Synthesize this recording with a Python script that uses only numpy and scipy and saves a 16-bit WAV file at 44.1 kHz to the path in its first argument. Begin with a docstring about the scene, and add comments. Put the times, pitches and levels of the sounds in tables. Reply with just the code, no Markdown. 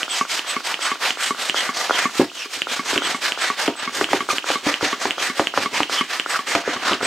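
"""A small room: a plastic double-action hand pump fills a foil balloon, nearly six strokes a second.
Each stroke drives a rasping air jet through the nozzle, which whistles on some pushes.
The valves tock, click and ring as the piston turns; its seal chirps, wheezes and squeals.
The slack foil rustles and snaps out of its folds, and the air in the balloon booms along."""
import sys
import numpy as np
from scipy import signal
from scipy.fft import rfft, irfft, next_fast_len
from scipy.io import wavfile
from scipy.ndimage import uniform_filter1d, minimum_filter1d

SR = 44100
rng = np.random.default_rng(int(sys.argv[2]) if len(sys.argv) > 2 else 0)


def file_out(sig):
    """Save sig as 16-bit WAV at sys.argv[1]."""
    # one column per channel
    cols = np.atleast_2d(sig).T
    # limit, then scale
    lim = np.clip(cols, -1, 1)
    pcm = np.round(lim * 32767).astype(np.int16)
    wavfile.write(sys.argv[1], SR, pcm)


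N = 311654
TIME = np.arange(N) / SR

# Handle pulled out. Each row: start, valve click and attack in seconds; air, treble and click gain in dB.
PULL_STROKES = [(-0.1, 0.031, 0.044, -0.5, 5, -12), (0.265, 0.393, 0.067, -1.5, 5.5, -15),
                (0.625, 0.742, 0.052, -1, 3.5, -13), (0.983, 1.106, 0.063, 2, 2.5, -11),
                (1.349, 1.497, 0.077, -1, 4, -6.5), (1.719, 1.894, 0.099, 1.5, 1.5, -29),
                (2.113, 2.21, 0.061, -1.5, 4.5, -30.0), (2.484, 2.619, 0.07, -6.0, 6.5, -10),
                (2.826, 2.978, 0.085, 3, -0.5, -8), (3.196, 3.321, 0.055, 2, 1, -12),
                (3.556, 3.678, 0.061, 3, -0.5, -15.5), (3.916, 4.043, 0.058, 0, 2.5, -11.5),
                (4.27, 4.383, 0.044, -3.5, 7, -11.5), (4.619, 4.741, 0.063, 3, -2, -10.5),
                (4.984, 5.108, 0.049, 1, -2, -10), (5.339, 5.471, 0.047, -1, 0.5, -9.5),
                (5.699, 5.832, 0.07, 1, -1.5, -10.5), (6.069, 6.198, 0.061, -1.5, 2.0, -9.5),
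                (6.453, 6.608, 0.042, 3.5, -1.5, -29), (6.775, 6.933, 0.13, 2.5, -5.5, -11.5)]
# Handle pushed in. Each row: flap tock, valve ring and attack in seconds;
# air, treble, tock and ring gain in dB.
PUSH_STROKES = [(0.08, 0.211, 0.078, -0.5, 2, -13, -14), (0.446, 0.565, 0.074, -0.5, -0.5, -20.0, -15.5),
                (0.791, 0.916, 0.087, 1.5, -1.5, -13, -13.0), (1.172, 1.307, 0.083, -0.5, 3, -13, -11.5),
                (1.544, 1.691, 0.06, 3, -0.5, -5.5, -15.5), (1.9, 2.055, 0.11, 3.5, -1.5, -26, -12.5),
                (2.316, 2.457, 0.1, -10.5, 5.5, -23, -24.5), (2.67, 2.794, 0.075, 0, 0.5, -8, -15.5),
                (3.02, 3.146, 0.069, 1, -1, -5.5, -16.0), (3.375, 3.501, 0.087, 4, -3.5, -11.5, -15),
                (3.754, 3.876, 0.095, -2.5, -9.5, -18.5, -20), (4.089, 4.206, 0.062, -1.0, 1, -12.5, -14),
                (4.442, 4.556, 0.082, 1, 0.5, -10.5, -15.5), (4.81, 4.929, 0.057, 3, -4, -8, -12.5),
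                (5.181, 5.299, 0.069, 1.0, 2, -9, -13), (5.539, 5.659, 0.057, 0.5, -1.5, -8.5, -12.5),
                (5.896, 6.01, 0.058, 1.5, 0, -7, -10.5), (6.261, 6.391, 0.089, -0.5, 2, -6.5, -16.5),
                (6.639, 6.765, 0.095, 2, -14, -18, -23), (7.011, 7.147, 0.062, 5.5, -7, -8.5, -14.0)]
# Rustle of the unfolding foil. Each row: time in seconds, gain in dB.
FOIL_ENVELOPE = [(0.0, -59), (0.81, -62), (2.09, -49), (2.36, -62), (3.01, -39), (3.4, -63.5),
                 (4.23, -37.5), (4.45, -57.5), (5.63, -43.5), (6.22, -63.5), (7.07, -34)]
# Foil rustle and snap tails. Each row: frequency in Hz, relative density in dB.
FOIL_SPECTRUM = [(40, -41), (95, -6), (170, -9), (240, 4), (300, 4.5), (400, 7), (520, -4), (900, -6),
                 (2000, -17), (6000, -51)]


def stroke(start, end, attack_s, sag_db_per_s, release_db_per_s):
    """Air flow of one stroke: swells, sags as the arm slows, dies as the valve shuts."""
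    swell = np.sin(np.pi / 2 * np.clip((TIME - start) / attack_s, 0, 1)) ** 2
    sag_db = sag_db_per_s * np.maximum(TIME - start - attack_s, 0)
    release_db = release_db_per_s * np.maximum(TIME - end, 0)
    return swell * from_db(-sag_db - release_db)


def pull_flow(gain_db=-20, let_go_s=0.0023):
    """A pull peaks early and fades quickly."""
    flow = np.zeros(N)
    for start, end, attack_s, db, *_ in PULL_STROKES:
        shape = stroke(start, end - let_go_s, attack_s, sag_db_per_s=95.5, release_db_per_s=148)
        flow += from_db(gain_db + db) * shape
    return flow


def push_flow(gain_db=-20, lead_s=0.016, let_go_s=0.023):
    """A push starts just before the flap opens and holds its strength longer."""
    flow = np.zeros(N)
    for start, end, attack_s, db, *_ in PUSH_STROKES:
        shape = stroke(start - lead_s, end - let_go_s, attack_s, sag_db_per_s=38, release_db_per_s=174.5)
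        flow += from_db(gain_db + db) * shape
    return flow


def air_jet(flow, body_db, gain_db=-4, hollow_db=1.92, shifts_per_s=16):
    """Nozzle turbulence follows the flow; hollow patches shift through it."""
    # Each row: frequency in Hz, relative density in dB.
    jet_spectrum = [(60, -34), (170, -20.5), (330, -10.5), (600, -2.5), (950, -1.5), (1250, 1.5),
                    (1800, 1.5), (2700, -2), (4000, -5), (6500, -8.5), (8200, -12.5), (10500, -22),
                    (14500, -27), (16000, -44)]
    jet = flow * from_db(gain_db) * noise(jet_spectrum)
    edges_hz = np.geomspace(500, 9000, 13)
    for low, high in zip(edges_hz, edges_hz[1:]):
        jet = boost(jet, hollow_db * drift(shifts_per_s), [low, high], "band")
    jet = boost(jet, body_db, 1040, "low")
    # each stroke holds its own brightness
    strokes = list(PULL_STROKES) + list(PUSH_STROKES)
    treble = sorted((s, db) for start, end, _, _, db, *_ in strokes for s in (start, end))
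    return boost(jet, over_time(treble), 4400, "high")


def valves(click_db=5.5, ring_db=1.36, tock_db=-3.5, turn_s=0.04, turn_fade_db_per_s=3.5):
    """Light flaps with little bass: they tock open, click shut after a pull, ring shut after a push."""
    # Each row: mode frequency in Hz, gain in dB, T60 in seconds.
    click_modes = [(3063, 4, 0.0061), (1840, 6, 0.0026), (1685, 0, 0.0068), (322, -12, 0.0092),
                   (6660, -5.5, 0.0041)]
    ring_modes = [(1137, -0.5, 0.063), (2174, -8.5, 0.063), (241, -4.5, 0.037), (412, -11.5, 0.045),
                  (1290, -53, .02), (3110, -3.5, 0.0083)]
    tock_modes = [(1394, 0, 0.012), (650, 5.5, 0.003), (298, -1, 0.0073)]
    # Piston knocking in the barrel. Each row: time in seconds, gain in dB.
    piston_knocks = [(1.896, 0), (1.908, 2.5), (4.289, -4.5)]
    pull_ends = [(s, db) for _, s, *_, db in PULL_STROKES]
    push_ends = [(s, db) for _, s, *_, db in PUSH_STROKES]
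    openings = [(s, db) for s, *_, db, _ in PUSH_STROKES]
    # the flap turns over after each push, softer as the balloon fills
    turns = [(s + turn_s, db + 0.5 - turn_fade_db_per_s * s) for s, db in push_ends]
    clicks = butter(strike(pull_ends, click_modes, scatter_db=0.1), 3930, "low")
    rings = butter(strike(push_ends, ring_modes, scatter_db=2.77), 3400, "low")
    tocks = strike(openings + turns + piston_knocks, tock_modes, scatter_db=0.9)
    tocks = butter(tocks, [300, 2000], "band")
    flaps = from_db(click_db) * clicks + from_db(ring_db) * rings + from_db(tock_db) * tocks
    return butter(flaps, 215, "high")


def valve_crack(gain_db=4, hardness=2.1):
    """Bright edge of the valve clicks; grows faster than the blow."""
    impulses = np.zeros(N)
    for _, s, *_, db in PULL_STROKES:
        impulses[int(s * SR)] = from_db(gain_db + hardness * db)
    return butter(ring(impulses, hz=7500, t60_s=0.0025), 4500, "high", order=1)


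def foil_snaps(swell_cycles=0.77, swing_db=-7, crackle_db=6, crackle_s=0.003, tail_db=1.5, t60_s=0.12):
    """A fold flips with a swing or two and a crackle; the skin shudders on, the enclosed air booms."""
    # Each row: time in seconds, snap gain in dB, pitch in Hz, tail and boom gain in dB.
    folds = [(2.197, 11.5, 320, -12.5), (2.214, -8, 700, -27), (2.929, -14, 1330, -28.5),
             (2.960, -5.5, 1090, -23.5), (3.68, -2, 590, -18.5), (4.012, -4, 1060, -22),
             (4.132, 3, 910, -15.5), (4.331, -13, 707, -33), (4.503, -2, 790, -27), (4.666, -3.5, 745, -21),
             (4.827, -10.5, 422, -18), (5.055, -5, 990, -24.5), (5.396, 3.5, 816, -16.5),
             (5.576, 2, 880, -23.5), (5.804, -4.5, 1050, -27), (6.551, 1.5, 1360, -19),
             (6.677, -6.5, 410, -21.5), (6.918, -4.5, 775, -23)]
    # Skin and enclosed air. Each row: mode frequency in Hz, gain in dB, T60 in seconds.
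    balloon_modes = [(291, -0.5, 0.16), (397, -7.5, 0.15), (687, -16, 0.2), (930, -16, 0.19)]
    out, t = np.zeros(N + SR), np.arange(SR // 4) / SR
    shudder = noise(FOIL_SPECTRUM)
    for s, db, hz, boom_db in folds:
        age = t * hz / swell_cycles
        swing = np.sin(2 * np.pi * hz * t) * (age * np.exp(1 - age)) ** 2
        crackle = butter(rng.standard_normal(len(t)), [250, 1.73 * hz], "band") * np.exp(-t / crackle_s)
        snap = from_db(swing_db) * swing + from_db(crackle_db) * crackle
        offset = rng.integers(N - len(t))
        tail = shudder[offset:offset + len(t)] * from_db(-60 * t / t60_s) * np.minimum(age / 2, 1)
        at = int((s - swell_cycles / hz / 2) * SR)
        out[at:at + len(t)] += from_db(db) * snap + from_db(boom_db + tail_db) * tail
    boom = strike([(s, db) for s, _, _, db in folds], balloon_modes, scatter_db=4.5)
    return butter(out[:N] + boom, 60, "high", order=1)


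def creases(flow, per_s, spread_db, range_db):
    """Impulses of creases giving way; their rate follows the flow and is per_s at rms flow."""
    fires = rng.random(N) < per_s * rms_one(flow) / SR
    size_db = np.minimum(spread_db * rng.exponential(1, N), range_db)
    return fires * from_db(size_db) * rng.choice([-1, 1], N)


def foil_rustle(flow, gain_db=5):
    """Dense grains from tiny creases."""
    grains = shaped(creases(flow, per_s=500, spread_db=7, range_db=28), gain_curve(FOIL_SPECTRUM))
    return from_db(gain_db + over_time(FOIL_ENVELOPE)) * rms_one(grains)


def foil_crinkle(flow, gain_db=1):
    """Sparse, dry ticks from small creases, swelling with the rustle."""
    ticks = butter(creases(flow, per_s=45, spread_db=11, range_db=33), [600, 2200], "band")
    return from_db(gain_db + over_time(FOIL_ENVELOPE)) * rms_one(ticks)


def seal_wheeze():
    """Air slips past the seal on some pushes: a hollow, falling tone."""
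    # Each row: start in seconds, level in dB.
    leaks = [(.08, -27.5), (.45, -34), (.80, -30), (1.545, -23.5), (1.905, -25.5), (2.675, -32),
             (3.005, -27), (3.37, -34), (4.07, -36), (5.17, -30.5), (5.945, -27)]
    return glides(leaks, length_s=0.085, from_hz=3320, to_hz=3020, half_width_hz=210)


def seal_squeals():
    """The sticking seal gives gliding tones with an octave overtone."""
    # Each row: start and end in seconds; first pitch, last pitch and half-width in Hz;
    # level and relative overtone level in dB.
    squeals = [(2.34, 2.484, 3330, 2215, 221, -33, -6), (4.294, 4.315, 1194, 1230, 25, -17, -8.5),
               (5.978, 5.999, 3080, 3040, 40, -24.5, -25), (6.338, 6.372, 1380, 1320, 170, -19.5, -13)]
    out = np.zeros(N)
    for start, end, first_hz, last_hz, half_width_hz, db, overtone_db in squeals:
        on = (TIME > start) & (TIME < end)
        hz = np.linspace(first_hz, last_hz, on.sum())
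        tone = airy(hz, half_width_hz) + from_db(overtone_db) * airy(2 * hz, 2 * half_width_hz)
        out[on] += from_db(db) * np.sqrt(np.hanning(len(hz))) * tone
    return out


def seal_chirps(level_db=-33, scatter_db=2, lead_s=0.022, length_s=0.014, from_hz=2000, to_hz=3700):
    """The seal gives a tiny rising chirp as each push sets off."""
    out, t = np.zeros(N + SR), np.arange(int(length_s * SR)) / SR
    chirp = signal.chirp(t, from_hz, length_s, to_hz) * np.hanning(len(t))
    for s, *_ in PUSH_STROKES:
        at = int((s - lead_s) * SR)
        out[at:at + len(t)] += from_db(level_db + scatter_db * rng.standard_normal()) * chirp
    return out[:N]


def nozzle_whistle(gain_db=-2.5):
    """A thin, airy edge tone on some pushes."""
    # Each row: start in seconds, gain in dB.
    whistles = [(.085, -28), (.47, -28.5), (.805, -28.5), (1.17, -37), (1.55, -34), (3.02, -33),
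                (3.385, -35), (3.755, -36), (5.2, -34), (6.27, -34), (7.03, -24)]
    return from_db(gain_db) * glides(whistles, length_s=0.08, from_hz=8050, to_hz=8010, half_width_hz=34)


def room(x, t60_s=0.2, wall_hz=6400, gap_s=0.004):
    """A diffuse tail, dulled by the walls."""
    t = np.arange(SR * 3 // 4) / SR
    decay = from_db(-60 * t / t60_s)
    tail = butter(rng.standard_normal(len(t)), wall_hz, "low", order=1) * decay * (t > gap_s)
    return signal.fftconvolve(x, tail / np.sqrt(np.sum(decay ** 2)))[:N]


def room_hush(level_db=-43):
    """Steady noise of the still room."""
    # Each row: frequency in Hz, relative density in dB.
    hush_spectrum = [(30, -34), (100, -28), (300, 12.5), (1200, -22), (3000, 11.5), (7000, 0), (10500, -13),
                     (15000, -13)]
    return from_db(level_db) * noise(hush_spectrum)


def strike(hits, modes, scatter_db):
    """Each hit (s, dB) rings every mode with a strength of its own."""
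    s, db = np.transpose([hit for hit in hits if hit[0] < TIME[-1]])
    offsets_db = scatter_db * rng.standard_normal((len(s), len(modes)))
    out = np.zeros(N)
    for k, (hz, mode_db, t60_s) in enumerate(modes):
        impulses = np.zeros(N)
        impulses[(s * SR).astype(int)] = from_db(db + mode_db + offsets_db[:, k])
        out += (-1) ** k * ring(impulses, hz, t60_s)
    return out


def ring(drive, hz, t60_s):
    """One mode: a unit impulse starts a decaying sine of height 1."""
    radius, angle = from_db(-60 / (t60_s * SR)), 2 * np.pi * hz / SR
    return signal.lfilter([0, np.sin(angle)], [1, -2 * radius * np.cos(angle), radius ** 2], drive + 1e-18)


def glides(events, length_s, from_hz, to_hz, half_width_hz):
    """Breathy tones (start s, dB) that swell and fade while their pitch slides."""
    out, hz = np.zeros(N + SR), np.linspace(from_hz, to_hz, int(length_s * SR))
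    for start, db in events:
        at = int(start * SR)
        out[at:at + len(hz)] += from_db(db) * np.sqrt(np.hanning(len(hz))) * airy(hz, half_width_hz)
    return out[:N]


def airy(hz, half_width_hz):
    """Narrow-band turbulence around a moving pitch, rms 1."""
    phase = 2 * np.pi * np.cumsum(hz) / SR
    a, b = butter(rng.standard_normal((2, len(hz))), half_width_hz, "low")
    return rms_one(a * np.sin(phase) + b * np.cos(phase))


def noise(spectrum):
    """Noise with a (Hz, dB) spectrum, rms 1."""
    return rms_one(shaped(rng.standard_normal(N), gain_curve(spectrum)))


def drift(per_s):
    """Straight lines between random knots, rms 1."""
    knots = rng.standard_normal(8192)
    return rms_one(np.interp(TIME * per_s, np.arange(len(knots)), knots))


def over_time(points):
    """A (s, dB) table as dB per sample."""
    return np.interp(TIME, *np.transpose(points))


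def gain_curve(points):
    """A (Hz, dB) table as a gain per bin of a double-length transform."""
    hz, db = np.transpose(points)
    grid_hz = np.linspace(1, SR / 2, next_fast_len(N) + 1)
    return from_db(np.interp(np.log(grid_hz), np.log(hz), db))


def shaped(x, gain):
    """Filter by a gain curve."""
    size = 2 * next_fast_len(N)
    return irfft(rfft(x, size) * gain, size)[:N]


def boost(x, db, hz, kind):
    """First-order shelf or bell."""
    return x + (from_db(db) - 1) * butter(x, hz, kind, order=1)


def butter(x, hz, kind, order=2):
    """Causal Butterworth filter."""
    return signal.sosfilt(signal.butter(order, hz, kind, fs=SR, output="sos"), x + 1e-18)


def from_db(db):
    """Decibels to gain."""
    return 10 ** (np.asarray(db) / 20)


def rms_one(x):
    """Scale to rms 1."""
    return x / np.sqrt(np.mean(x ** 2) + 1e-20)


def scene(rasp_db=1.7, air_room_db=-7.5, impact_room_db=-10.5, impact_side_db=1.5):
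    """Pump and balloon close by; left and right differ mainly in the treble."""
    # Each row: frequency in Hz, side gain in dB.
    stereo_width = [(60, -15), (200, -34.5), (400, -36), (1300, -39.5), (2400, -15.5), (4400, -3.5),
                    (8000, -12.5), (15000, -8.5)]
    # Slightly more treble on the right. Each row: frequency in Hz, left minus right in dB.
    balance = [(700, 0), (1300, -.5), (2600, -2), (4500, -1.2), (8000, -1.2), (15000, -.2)]
    pull, push = pull_flow(), push_flow()
    push_share = push / (pull + push + 1e-9)
    # the jet gains body as the balloon fills, and has more on a pull
    body_db = push_share * np.linspace(-5, 0.5, N) + (1 - push_share) * np.linspace(0.5, 1, N)
    flow = (pull + push) * from_db(rasp_db * drift(per_s=110))   # the seal drags unevenly
    impacts = (valves() + valve_crack() + seal_chirps()
               + foil_snaps() + foil_rustle(flow) + foil_crinkle(flow))
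    air_pair = [air_jet(flow, body_db) + seal_wheeze() + seal_squeals() + nozzle_whistle()
                for _ in range(2)]
    mid, side = [air + from_db(air_room_db) * room(air) + room_hush() for air in air_pair]
    mid = mid + impacts + from_db(impact_room_db) * room(impacts)
    side = shaped(side + from_db(impact_side_db) * room(impacts), gain_curve(stereo_width))
    left_gain = np.sqrt(gain_curve(balance))
    return np.array([shaped(mid + side, left_gain), shaped(mid - side, 1 / left_gain)])


def record(dry):
    """Fast limiter on the loudest snaps, then a steep low-pass."""
    ceiling, hold_samples, cutoff_hz = 0.93, 89, 15800
    gain = np.minimum(1, ceiling / (np.abs(dry).max(axis=0) + 1e-9))
    gain = uniform_filter1d(minimum_filter1d(gain, hold_samples), hold_samples)
    return signal.sosfilt(signal.ellip(10, 0.1, 80, cutoff_hz, fs=SR, output="sos"), dry * gain)


dry = scene()
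out = record(dry)
file_out(out)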